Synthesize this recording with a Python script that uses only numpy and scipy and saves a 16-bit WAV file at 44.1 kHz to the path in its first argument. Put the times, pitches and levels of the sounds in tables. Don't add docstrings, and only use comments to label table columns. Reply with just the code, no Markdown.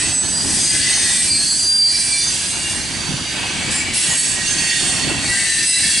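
import sys
import numpy as np
from scipy import signal
from scipy.fft import rfft, irfft
from scipy.io import wavfile
from scipy.ndimage import uniform_filter1d

SR = 44100
rng = np.random.default_rng(int(sys.argv[2]) if len(sys.argv) > 2 else 0)


def dump_mix(stems):
    frames = np.atleast_2d(stems).T
    limited = np.clip(frames, -1, 1)
    pcm = np.round(limited * 32767).astype(np.int16)
    wavfile.write(sys.argv[1], SR, pcm)


def ratio(d):
    e = np.asarray(d, float) / 20
    return 10 ** e


N = 264600


def curves(rows):
    s, *columns = np.transpose(rows)
    return [np.interp(np.arange(N) / SR, s, column) for column in columns]


def along(points, hz):
    f, value = np.transpose(points)
    return np.interp(np.log(hz + 1), np.log(f + 1), value)


def unit(x):
    return x / np.sqrt(np.mean(x ** 2) + 1e-20)


def wobble(rate, size=N):
    knots = rng.standard_normal(int(size * rate / SR) + 2)
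    return 1.22 * np.interp(np.arange(size) * rate / SR, np.arange(len(knots)), knots)


def smooth(field, over_hz, over_time):
    return uniform_filter1d(uniform_filter1d(field, size=over_hz, axis=0), size=over_time, axis=1)


def rush(gain, size=1024):
    # (frequency [Hz], likeness [0-1])
    likeness = [(30, .9), (150, 0.54), (500, 0.68), (1500, 0.76), (4000, 0.73), (10000, 0.87)]
    # (frequency [Hz], left over right [dB])
    side_lean = [(100, 0), (500, -.5), (1500, -0.9), (4000, -0.8), (10000, 0.5)]
    overlap = size * 3 // 4
    hz, t, z = signal.stft(rng.standard_normal((2, N)), SR, nperseg=size, noverlap=overlap)
    hz = hz[:, None]
    turn = np.arccos(np.clip(along(likeness, hz), 0, 1)) / 2
    mid, side = z[0] * np.cos(turn), z[1] * np.sin(turn)
    lean = ratio(along(side_lean, hz) / 2)
    pair = np.array([(mid + side) * lean, (mid - side) / lean]) * gain(hz, t)
    return signal.istft(pair, SR, nperseg=size, noverlap=overlap)[1][:, :N]


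def patches(hz, t, depth_db):
    return ratio(depth_db * unit(smooth(rng.standard_normal((len(hz), len(t))), 9, 9)))


def rolling():
    # (time [s], rumble level [dB], loose gear over rumble [dB])
    weight = [(0, -29.5, -5.5), (.3, -30.5, -5.5), (.68, -30.5, -8), (1.11, -34, -4.5), (1.22, -32, -10.5),
              (1.65, -33.5, -6), (2.41, -34.5, -5.5), (3.0, -31.5, -5.5), (3.3, -33.5, -5), (3.45, -32, -2),
              (3.7, -28.5, -6), (3.99, -39, -1.5), (4.54, -31, -9), (4.72, -38, -5.5), (4.95, -30, -3),
              (5.2, -28, -6), (5.55, -37.5, -6.5), (6, -35.5, -6.5)]
    # (time [s], extra car body [dB], extra loose gear [dB])
    jolt_rows = [(.1, 3, -1), (.47, 4.5, 0.5), (.79, 4.5, -3), (1.34, 4, 3), (3.13, 4.5, 1),
                 (3.91, 6.5, 0.5), (4.109, 6, 6.5), (4.37, 2, 6), (4.64, 2, 5.5), (4.83, 6, 5),
                 (5.1, 4.5, 1.5), (5.62, 5, 0.5), (5.84, 7, 1)]
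    # (frequency [Hz], level per Hz [dB])
    rumble_spectrum = [(21, -45), (30, -11.5), (69, 3), (259, 1), (310, 0), (479, -19), (600, -15),
                       (780, -20.5), (1320, -120)]
    roar_spectrum = [(210, -27), (350, 0), (490, -7), (790, -1.5), (1340, -7), (1600, -3.5), (2080, -40),
                     (3520, -120)]
    jolt_s = 0.051

    weight_db, loose_db = curves(weight)
    s, body_db, gear_db = np.transpose(jolt_rows)
    jolt = np.clip(1 - np.abs(np.arange(N) / SR - s[:, None]) / (2 * jolt_s), 0, 1)
    rumble_db = weight_db + body_db @ jolt
    roar_db = weight_db + loose_db + gear_db @ jolt
    lumps = wobble(20)
    rumble = rush(lambda hz, t: ratio(along(rumble_spectrum, hz)) * patches(hz, t, 0.7))
    roar = rush(lambda hz, t: ratio(along(roar_spectrum, hz)) * patches(hz, t, 0.9))
    lumpy = unit(ratio(0.55 * lumps + 0.8 * wobble(45)) * rumble)
    rattling = unit(ratio(0.88 * lumps + 1.37 * wobble(70)) * roar)
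    return ratio(rumble_db) * lumpy + ratio(roar_db + 1.5) * rattling


def knocks():
    # (time [s], peak level [dB], pitch [Hz])
    knock_rows = [(3.084, -27, 127), (3.091, -14, 170), (3.107, -16.5, 263), (3.118, -16.5, 224),
                  (3.14, -14.5, 150), (3.211, -21.5, 189), (4.088, -21.5, 143), (4.343, -23, 80.7),
                  (4.829, -21, 315), (5.074, -15, 290), (5.112, -12.5, 319)]
    out = np.zeros((2, N + SR))
    t = np.arange(SR // 10) / SR
    fade = ratio(-60 * t / 0.06) * (1 - np.exp(-t / 0.00095))
    for s, db, hz in knock_rows:
        lag = rng.normal(0, 0.35) * np.array([[1], [-1]])
        body = np.sin(2 * np.pi * hz * t + lag)
        overtone = 0.2 * np.sin(2 * np.pi * 2.3 * hz * t - lag)
        thud = (body + overtone) * fade
        out[:, round(s * SR):][:, :len(t)] += ratio(db - 2.5) * thud / np.abs(thud).max()
    return out[:, :N]


def faint_modes(hz, t, depth_db=3.0, shade_db=1.2):
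    field = rng.standard_normal((2, len(hz), len(t)))
    streaks = smooth(field[0], 4, 10)
    shades = smooth(field[1], 30, 5)
    return ratio(depth_db * unit(streaks) + shade_db * unit(shades))


def wheel_modes(hz, t, width_hz=28, lift_db=-1.5):
    # (start [s], end [s], pitch sink [% per s])
    stretches = [
        (0, 1.74, 1.5),
        (1.7, 3.7, 1.35),
        (3.7, 4.44, 1.5),
        (4.44, 5.27, 1.2),
        (5.27, 6.03, 1.55),
    ]
    # (frequency at mid stretch [Hz], level over the grind [dB])
    near_modes = [(1523, 9), (1706, 9), (1868, 8), (1970, 11), (2363, 6), (2627, 6.5), (2966, 7.5),
                  (3305, 7.0), (4290, 9.5), (4780, 11.5), (5485, 5), (6169, 7.4), (8225, 8), (8833, 5)]
    leaving_modes = [(1480, 7.4), (1561, 5.6), (1620, 6.5), (1911, 6.6), (2304, 9), (2885, 8.8),
                     (3213, 7.9), (3547, 4.5), (4172, 9.9), (4651, 12), (4748, 10), (6045, 6.6), (6276, 11),
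                     (8597, 6.8)]
    second_modes = [(7770, 7), (2271, 6.1), (2745, 9.1), (2982, 4.4), (3989, 5.9), (4495, 8.4), (4602, 6.7),
                    (4699, 5.5), (5458, 6.9), (6799, 7.4), (7353, 8), (8290, 7.5), (9259, 7.7),
                    (10206, 7.9)]
    third_modes = [(1868, 11), (1927, 6.6), (2718, 11.2), (3289, 7.3), (3531, 7.6), (4446, 11.4),
                   (4516, 9.2), (5900, 7), (6303, 8.0), (7251, 7.5), (7315, 7.8), (8188, 8.1), (8268, 8.6),
                   (9151, 9.9)]
    fourth_modes = [(1566, 9.6), (1808, 12.6), (1927, 7.0), (1997, 11), (2212, 11), (2691, 11.4),
                    (2761, 8.8), (3989, 10), (4053, 9.9), (4554, 11), (4721, 6), (5054, 5.6), (7940, 7.9),
                    (8182, 11.2)]
    sets = (near_modes, leaving_modes, second_modes, third_modes, fourth_modes)

    power = np.ones((len(hz), len(t)))
    for (start, end, sink), modes in zip(stretches, sets):
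        near = np.clip(np.minimum(t - start, end - t) / 0.05 + 0.5, 0, 1)
        now = near > 0
        doppler = 1 - sink / 100 * (t[now] - (start + end) / 2)
        for mode_hz, db in modes:
            wax_db = 1.1 * unit(uniform_filter1d(rng.standard_normal(now.sum()), size=3))
            width = width_hz * np.sqrt(mode_hz / 4000)
            peak = 1 / (1 + (2 * (hz - mode_hz * doppler) / width) ** 2)
            power[:, now] += near[now] * ratio(db + lift_db + wax_db) ** 2 * peak
    return power


def bites():
    # (time [s], extra hiss [dB], length [s])
    bite_rows = [
        (.07, 1.5, 0.12),
        (2.685, 3, 0.099),
        (3.703, 7.5, 0.15),
        (3.932, 10.5, 0.5),
        (4.45, 3, .1),
        (4.836, 0.5, 0.25),
        (5.626, 2.5, 0.38),
    ]
    attack_s = 0.009
    t = np.arange(N) / SR
    total = np.zeros(N)
    for s, db, length in bite_rows:
        rise = np.clip((t - s) / attack_s, 0, 1)
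        release = np.clip(1 - ((t - s) / length) ** 2, 0, 1)
        total += db * rise * release
    return total


def flanges():
    # (time [s], pressure [dB], slip as hiss over grind [dB])
    contact = [(0, -26, 1), (.2, -31, 3), (.4, -29.5, 5), (.56, -25.5, 9), (.86, -24.5, 0.5),
               (1.17, -24.5, 6), (1.44, -26, 11.5), (1.64, -27.5, 11.5), (2.02, -26.5, 6.5),
               (2.51, -28.5, 4), (2.84, -31, -0.5), (3.16, -31.5, -4), (3.68, -29.5, -7.5),
               (3.91, -31, -9.5), (4.42, -28.5, -1.5), (4.8, -25, -0.5), (5.18, -29.5, -6.5),
               (5.32, -25.5, 2.5), (6, -25.5, 4)]
    # (frequency [Hz], level per Hz [dB])
    grind_spectrum = [(790, -24.5), (1350, -20), (1670, -3), (2110, -6), (2390, -3.5), (3940, -5),
                      (4610, -5), (5040, -5.5), (6970, -5.5), (8380, 0.5), (11000, -6), (14300, -43),
                      (22000, -120)]

    pressure_db, slip_db = curves(contact)
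    bite_db = bites()
    grind_db = pressure_db - slip_db / 2 + 0.11 * bite_db
    scrape_db = pressure_db - 0.63 + 0.18 * slip_db + 0.59 * bite_db
    hiss_db = pressure_db + slip_db / 2 + bite_db

    def contact_gain(hz, t):
        return ratio(along(grind_spectrum, hz)) * np.sqrt(wheel_modes(hz, t)) * faint_modes(hz, t)

    noise = rush(contact_gain, size=4096)
    hz = np.fft.rfftfreq(N, 1 / SR)
    spectrum = rfft(noise)
    grind = irfft(spectrum / (1 + (hz / 4100) ** 8), N)
    hiss = irfft(spectrum / (1 + (7300 / (hz + 1)) ** 12), N)
    scrape = noise - grind - hiss
    low = ratio(grind_db + 0.98) * unit(grind)
    middle = ratio(scrape_db + 1.96) * unit(scrape)
    high = ratio(hiss_db + 1.1) * unit(hiss)
    return low + middle + high


def tone(hz, wander, flutter_db):
    size = len(hz)
    unsteady_hz = hz * (1 + wander * wobble(51.2, size=size))
    phase = 2 * np.pi * np.cumsum(unsteady_hz) / SR + 2 * np.pi * rng.random()
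    shift = rng.normal(0, 0.24) + 0.15 * wobble(9.8, size=size)
    flutter = flutter_db * (0.5 * wobble(28.9, size=size) + wobble(113.9, size=size))
    lean_db = rng.normal(0, 0.23) * np.array([[1], [-1]])
    return np.sqrt(2) * ratio(flutter + lean_db) * np.sin([phase, phase + shift])


def squeals(sink=1.4, lift_db=1.1, wander=0.00092, flutter_db=2.5):
    # (start [s], peak [s], end [s], pitch [Hz], peak rms level [dB])
    squeal_rows = [(0.0, 0.01, 0.04, 1851, -30), (0.0, 0.03, 0.12, 8090, -26),
                   (0.035, 0.06, 0.13, 4533, -29.5), (0.07, 0.2, 0.31, 4838, -34),
                   (0.052, 0.25, 0.4, 6217, -27.5), (0.26, 0.33, 0.38, 8871, -30),
                   (0.34, 0.413, 0.45, 4818, -21), (0.24, 0.42, 0.47, 4620, -34),
                   (0.49, 0.57, 0.61, 7881, -29), (0.45, 0.57, 0.61, 8176, -27),
                   (0.57, 0.64, 0.71, 8940, -30), (0.47, 0.66, 0.78, 4808, -24.5),
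                   (0.59, 0.67, 0.86, 8253, -25), (0.65, 0.69, 0.81, 8785, -27),
                   (0.6, 0.73, 0.77, 6332, -25.5), (0.49, 0.53, 0.56, 8225, -27),
                   (0.67, 0.77, 0.81, 8177, -28.5), (0.75, 0.82, 0.88, 7830, -29),
                   (0.79, 0.836, 0.93, 4732, -25), (0.83, 0.87, 0.98, 2005, -26.5),
                   (0.83, 0.89, 0.93, 8847, -30), (0.87, 0.94, 1.05, 6212, -27.5),
                   (0.94, 0.95, 1.12, 4781, -29), (0.94, 1.02, 1.1, 8480, -28),
                   (0.92, 0.98, 1.06, 8742, -27), (1.05, 1.11, 1.18, 8699, -28),
                   (0.93, 0.95, 1.1, 6302, -28.5), (1.0, 1.03, 1.09, 8217, -27),
                   (1.01, 1.06, 1.11, 4271, -27), (0.93, 1.064, 1.28, 1950, -32),
                   (0.96, 1.11, 1.26, 3604, -29), (0.96, 1.12, 1.17, 9699, -27.5),
                   (1.1, 1.17, 1.28, 10748, -32), (1.09, 1.17, 1.24, 7751, -29),
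                   (1.12, 1.19, 1.23, 4271, -29), (1.13, 1.185, 1.3, 8185, -22.5),
                   (1.28, 1.305, 1.4, 4745, -21), (1.11, 1.32, 1.41, 2350, -31),
                   (1.29, 1.34, 1.56, 4253, -25.5), (0.53, 0.63, 0.68, 9776, -30),
                   (1.17, 1.381, 1.48, 8167, -21.5), (1.37, 1.44, 1.6, 4450, -25.5),
                      (1.36, 1.44, 1.57, 8749, -27), (1.367, 1.46, 1.49, 6368, -31),
                      (1.4, 1.47, 1.5, 8581, -29), (1.479, 1.51, 1.61, 7737, -24.5),
                      (1.48, 1.54, 1.57, 9731, -27), (1.5, 1.57, 1.65, 8145, -31),
                      (1.43, 1.58, 1.62, 6170, -29), (1.52, 1.6, 1.65, 7823, -34),
                      (1.57, 1.68, 1.75, 6369, -33), (1.57, 1.65, 1.8, 9985, -27.5),
                      (1.69, 1.76, 1.94, 9447, -34), (1.779, 1.88, 2.09, 4218, -27),
                      (1.89, 1.96, 2.14, 5410, -28), (1.8, 1.96, 2.09, 4810, -28),
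                      (1.85, 1.91, 2.1, 9930, -30), (1.99, 2.04, 2.08, 8081, -24),
                      (1.99, 2.04, 2.25, 7896, -30), (1.95, 2.07, 2.11, 9637, -24.5),
                      (2.05, 2.12, 2.32, 4680, -25.5), (2.111, 2.13, 2.27, 4216, -29),
                      (1.96, 2.14, 2.22, 8658, -25.5), (2.05, 2.152, 2.35, 7717, -33),
                      (2.009, 2.158, 2.25, 2340, -29.5), (2.14, 2.18, 2.28, 9620, -25),
                      (2.089, 2.19, 2.3, 9367, -32), (2.09, 2.203, 2.24, 5650, -32.5),
                      (2.11, 2.208, 2.34, 4820, -25), (2.23, 2.28, 2.32, 6310, -24.5),
                      (2.29, 2.34, 2.42, 7626, -30), (2.36, 2.367, 2.5, 4780, -30),
                      (2.36, 2.48, 2.52, 9588, -32), (2.54, 2.65, 2.83, 2802, -31.5),
                      (2.59, 2.65, 2.81, 4648, -33), (2.7, 2.74, 2.8, 8576, -30),
                      (2.83, 3.018, 3.09, 4643, -32.5), (2.94, 3.15, 3.23, 4530, -33.5),
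                      (3.25, 3.28, 3.34, 4688, -31),
                   (3.28, 3.32, 3.5, 4626, -34), (3.24, 3.44, 3.51, 2851, -36.5),
                (3.52, 3.73, 3.78, 4624, -33.5), (3.71, 3.75, 3.79, 9259, -28),
                (3.73, 3.79, 3.83, 7374, -26.5), (3.66, 3.87, 3.99, 2272, -32),
                (3.92, 3.96, 4.09, 2727, -32), (3.94, 3.97, 4.09, 10110, -26),
                (3.95, 3.99, 4.06, 10215, -28), (3.95, 4.01, 4.07, 9262, -28),
                (3.94, 4.03, 4.11, 8360, -25), (4.01, 4.04, 4.08, 7755, -28), (4.05, 4.09, 4.12, 8306, -31),
                (4.08, 4.11, 4.26, 1902, -29.5), (4.09, 4.13, 4.2, 7765, -27),
                (4.05, 4.13, 4.25, 6791, -30), (4.16, 4.19, 4.24, 10172, -23),
                (4.09, 4.21, 4.25, 7676, -29), (4.14, 4.21, 4.24, 8300, -23),
                (4.08, 4.22, 4.31, 4491, -31.5), (4.17, 4.23, 4.43, 7845, -32),
                (4.19, 4.26, 4.34, 6536, -30), (4.19, 4.27, 4.32, 7763, -25),
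                (4.26, 4.285, 4.34, 8360, -29), (4.29, 4.33, 4.38, 7666, -25),
                (4.34, 4.37, 4.5, 1893, -28.5), (4.35, 4.48, 4.54, 4526, -31),
                (4.43, 4.49, 4.52, 2753, -27.5), (4.46, 4.5, 4.66, 6330, -24), (4.46, 4.54, 4.6, 7215, -30),
                (4.56, 4.67, 4.72, 4480, -24), (4.67, 4.73, 4.78, 3535, -29.5),
                (4.52, 4.73, 4.79, 1887, -27.5), (4.74, 4.76, 4.82, 4517, -30),
                (4.74, 4.78, 4.99, 4443, -31), (4.8, 4.83, 5.04, 7239, -34),
                (4.84, 4.88, 4.91, 8182, -22.5), (4.71, 4.92, 4.96, 9127, -28.5),
                (4.93, 4.97, 5.03, 8185, -30),
                   (5.11, 5.23, 5.32, 8158, -34), (5.21, 5.26, 5.32, 6278, -32), (5.23, 5.27, 5.33, 4454, -29),
                (5.28, 5.31, 5.45, 9351, -27), (5.27, 5.32, 5.43, 2766, -32.5),
                (5.29, 5.32, 5.37, 1949, -24), (5.26, 5.34, 5.43, 4570, -29.5),
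                (5.31, 5.35, 5.43, 1588, -30), (5.3, 5.35, 5.41, 7407, -29), (5.35, 5.39, 5.59, 1988, -26),
                (5.33, 5.39, 5.5, 8390, -28.5), (5.47, 5.5, 5.53, 8278, -27), (5.38, 5.59, 5.63, 8170, -25),
                (5.42, 5.53, 5.61, 2217, -35), (5.46, 5.56, 5.61, 6180, -31), (5.37, 5.58, 5.66, 1804, -26),
                (5.39, 5.6, 5.7, 4720, -36), (5.45, 5.5, 5.63, 4040, -28.5), (5.45, 5.66, 5.74, 4570, -32),
                (5.64, 5.66, 5.74, 4052, -35), (5.63, 5.68, 5.74, 7859, -29),
                (5.65, 5.68, 5.73, 8182, -20.5), (5.64, 5.68, 5.74, 5215, -31),
                (5.64, 5.68, 5.87, 9654, -29), (5.68, 5.7, 5.83, 9010, -32), (5.61, 5.71, 5.86, 5048, -28),
                (5.57, 5.73, 5.79, 7925, -23), (5.54, 5.75, 5.81, 2693, -29.5),
                (5.67, 5.75, 5.88, 3993, -24), (5.61, 5.77, 5.84, 2006, -30),
                (5.76, 5.79, 5.92, 8120, -22.5), (5.76, 5.8, 5.86, 4044, -33),
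                (5.81, 5.84, 5.97, 7869, -32), (5.78, 5.86, 6.0, 1794, -32), (5.82, 5.9, 5.93, 9912, -26),
                (5.87, 5.92, 6.0, 6004, -31), (5.76, 5.94, 6.0, 4525, -26.5), (5.9, 5.95, 6.0, 2754, -27),
                (5.84, 5.96, 6.0, 3352, -26.5), (5.94, 5.98, 6.0, 8122, -27),
                   (.02, 0.046, .09, 1960, -30), (.69, 0.756, .84, 2024, -32),
                      (1.21, 1.26, 1.3, 2971, -33), (1.91, 1.936, 1.98, 2341, -30.5),
                      (1.57, 1.65, 1.69, 6075, -30), (2.5, 2.54, 2.58, 6330, -29),
                      (2.17, 2.242, 2.3, 3569, -33), (2.36, 2.41, 2.46, 3558, -34),
                      (3.52, 3.566, 3.72, 2277, -33), (3.71, 3.725, 3.75, 8370, -27),
                      (3.79, 3.82, 3.9, 2285, -32), (3.94, 3.96, 4.0, 5550, -33),
                      (4.09, 4.14, 4.18, 2960, -31.5), (4.1, 4.13, 4.26, 6346, -33),
                      (4.68, 4.71, 4.75, 5318, -32), (4.95, 4.98, 5.01, 2660, -29)]
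    edge_s = 0.025
    end_db, shape = 7.5, 0.64

    out = np.zeros((2, N + 2 * SR))
    for start, peak, end, hz, db in squeal_rows:
        at = round((start - edge_s) * SR)
        t = np.arange(at, round((end + edge_s) * SR)) / SR
        before = (peak - t) / max(peak - start, edge_s / 2)
        after = (t - peak) / max(end - peak, edge_s / 2)
        away = np.clip(np.maximum(before, after), 0, 1)
        to_edge = np.minimum(t - t[0], t[-1] - t)
        gate = np.sin(np.pi / 2 * np.clip(to_edge / (2 * edge_s), 0, 1))
        swell = gate * ratio(db + lift_db - end_db * away ** shape)
        sinking_hz = hz * (1 - sink / 100 * (t - peak))
        out[:, SR + at:][:, :len(t)] += swell * tone(sinking_hz, wander, flutter_db)
    return out[:, SR:SR + N]


def howl(rows):
    hz, db = curves(rows)
    t = np.arange(N) / SR
    gate = np.clip(np.minimum(t - rows[0][0] + 0.02, rows[-1][0] - t) / 0.03, 0, 1)
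    on = gate > 0
    out = np.zeros((2, N))
    out[:, on] = (gate * ratio(db))[on] * tone(hz[on], wander=0.0007, flutter_db=1.3)
    return out


def howls():
    # (time [s], pitch [Hz], rms level [dB])
    high_howl = [
        (0.0, 8005, -22),
        (.075, 7990, -23),
        (.094, 7990, -30),
        (.11, 7988, -20),
        (.204, 7975, -16.5),
        (.275, 7962, -27),
        (.305, 7953, -20),
        (.53, 7935, -33),
    ]
    loud_howl = [
        (1.44, 4728, -32),
        (1.47, 4724, -26),
        (1.55, 4732, -24),
        (1.65, 4728, -21),
        (1.7, 4725, -15),
        (1.83, 4720, -13),
        (1.9, 4726, -17.5),
        (2.03, 4694, -26),
        (2.1, 4670, -31),
    ]
    return howl(high_howl) + howl(loud_howl)


def sides(pan_db):
    return ratio(np.array([pan_db, -pan_db]) / 2)


def turned_down(tones):
    knee_db, squeeze, react_s = -21.5, 0.86, 0.054
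    power = np.abs(uniform_filter1d(np.mean(tones ** 2, axis=0), round(react_s * SR)))
    level_db = 10 * np.log10(power + 1e-12)
    return ratio(-squeeze * np.maximum(level_db - knee_db, 0))


def scene():
    # (time [s], left over right [dB])
    wheel_place = [(0.0, -1.6), (0.23, -3.4), (0.53, 0.0), (0.76, 0.3), (1.87, -2.6), (2.72, -1.4),
                   (3.02, -3.6), (3.64, 0.1), (3.86, 0.0), (4.42, -3.2), (4.6, -2.5), (5.1, -3.1),
                   (5.24, -0.7), (5.43, 1.0), (6.0, -0.8)]
    grinding = flanges()
    tones = squeals() + howls()
    duck = turned_down(tones)
    wheels = (duck * grinding + tones) * sides(curves(wheel_place)[0])
    return wheels + duck * rolling() + knocks()


def band_limit(x):
    return signal.sosfilt(signal.butter(12, 11570, fs=SR, output="sos"), x)


def record(dry):
    ceiling, top_hz = 0.8, 11035
    soft = dry / (1 + (dry / ceiling) ** 4) ** 0.25
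    limited = irfft(rfft(soft) * (np.fft.rfftfreq(N, 1 / SR) < top_hz), N)
    return band_limit(limited)


dry = scene()
out = record(dry)
dump_mix(out)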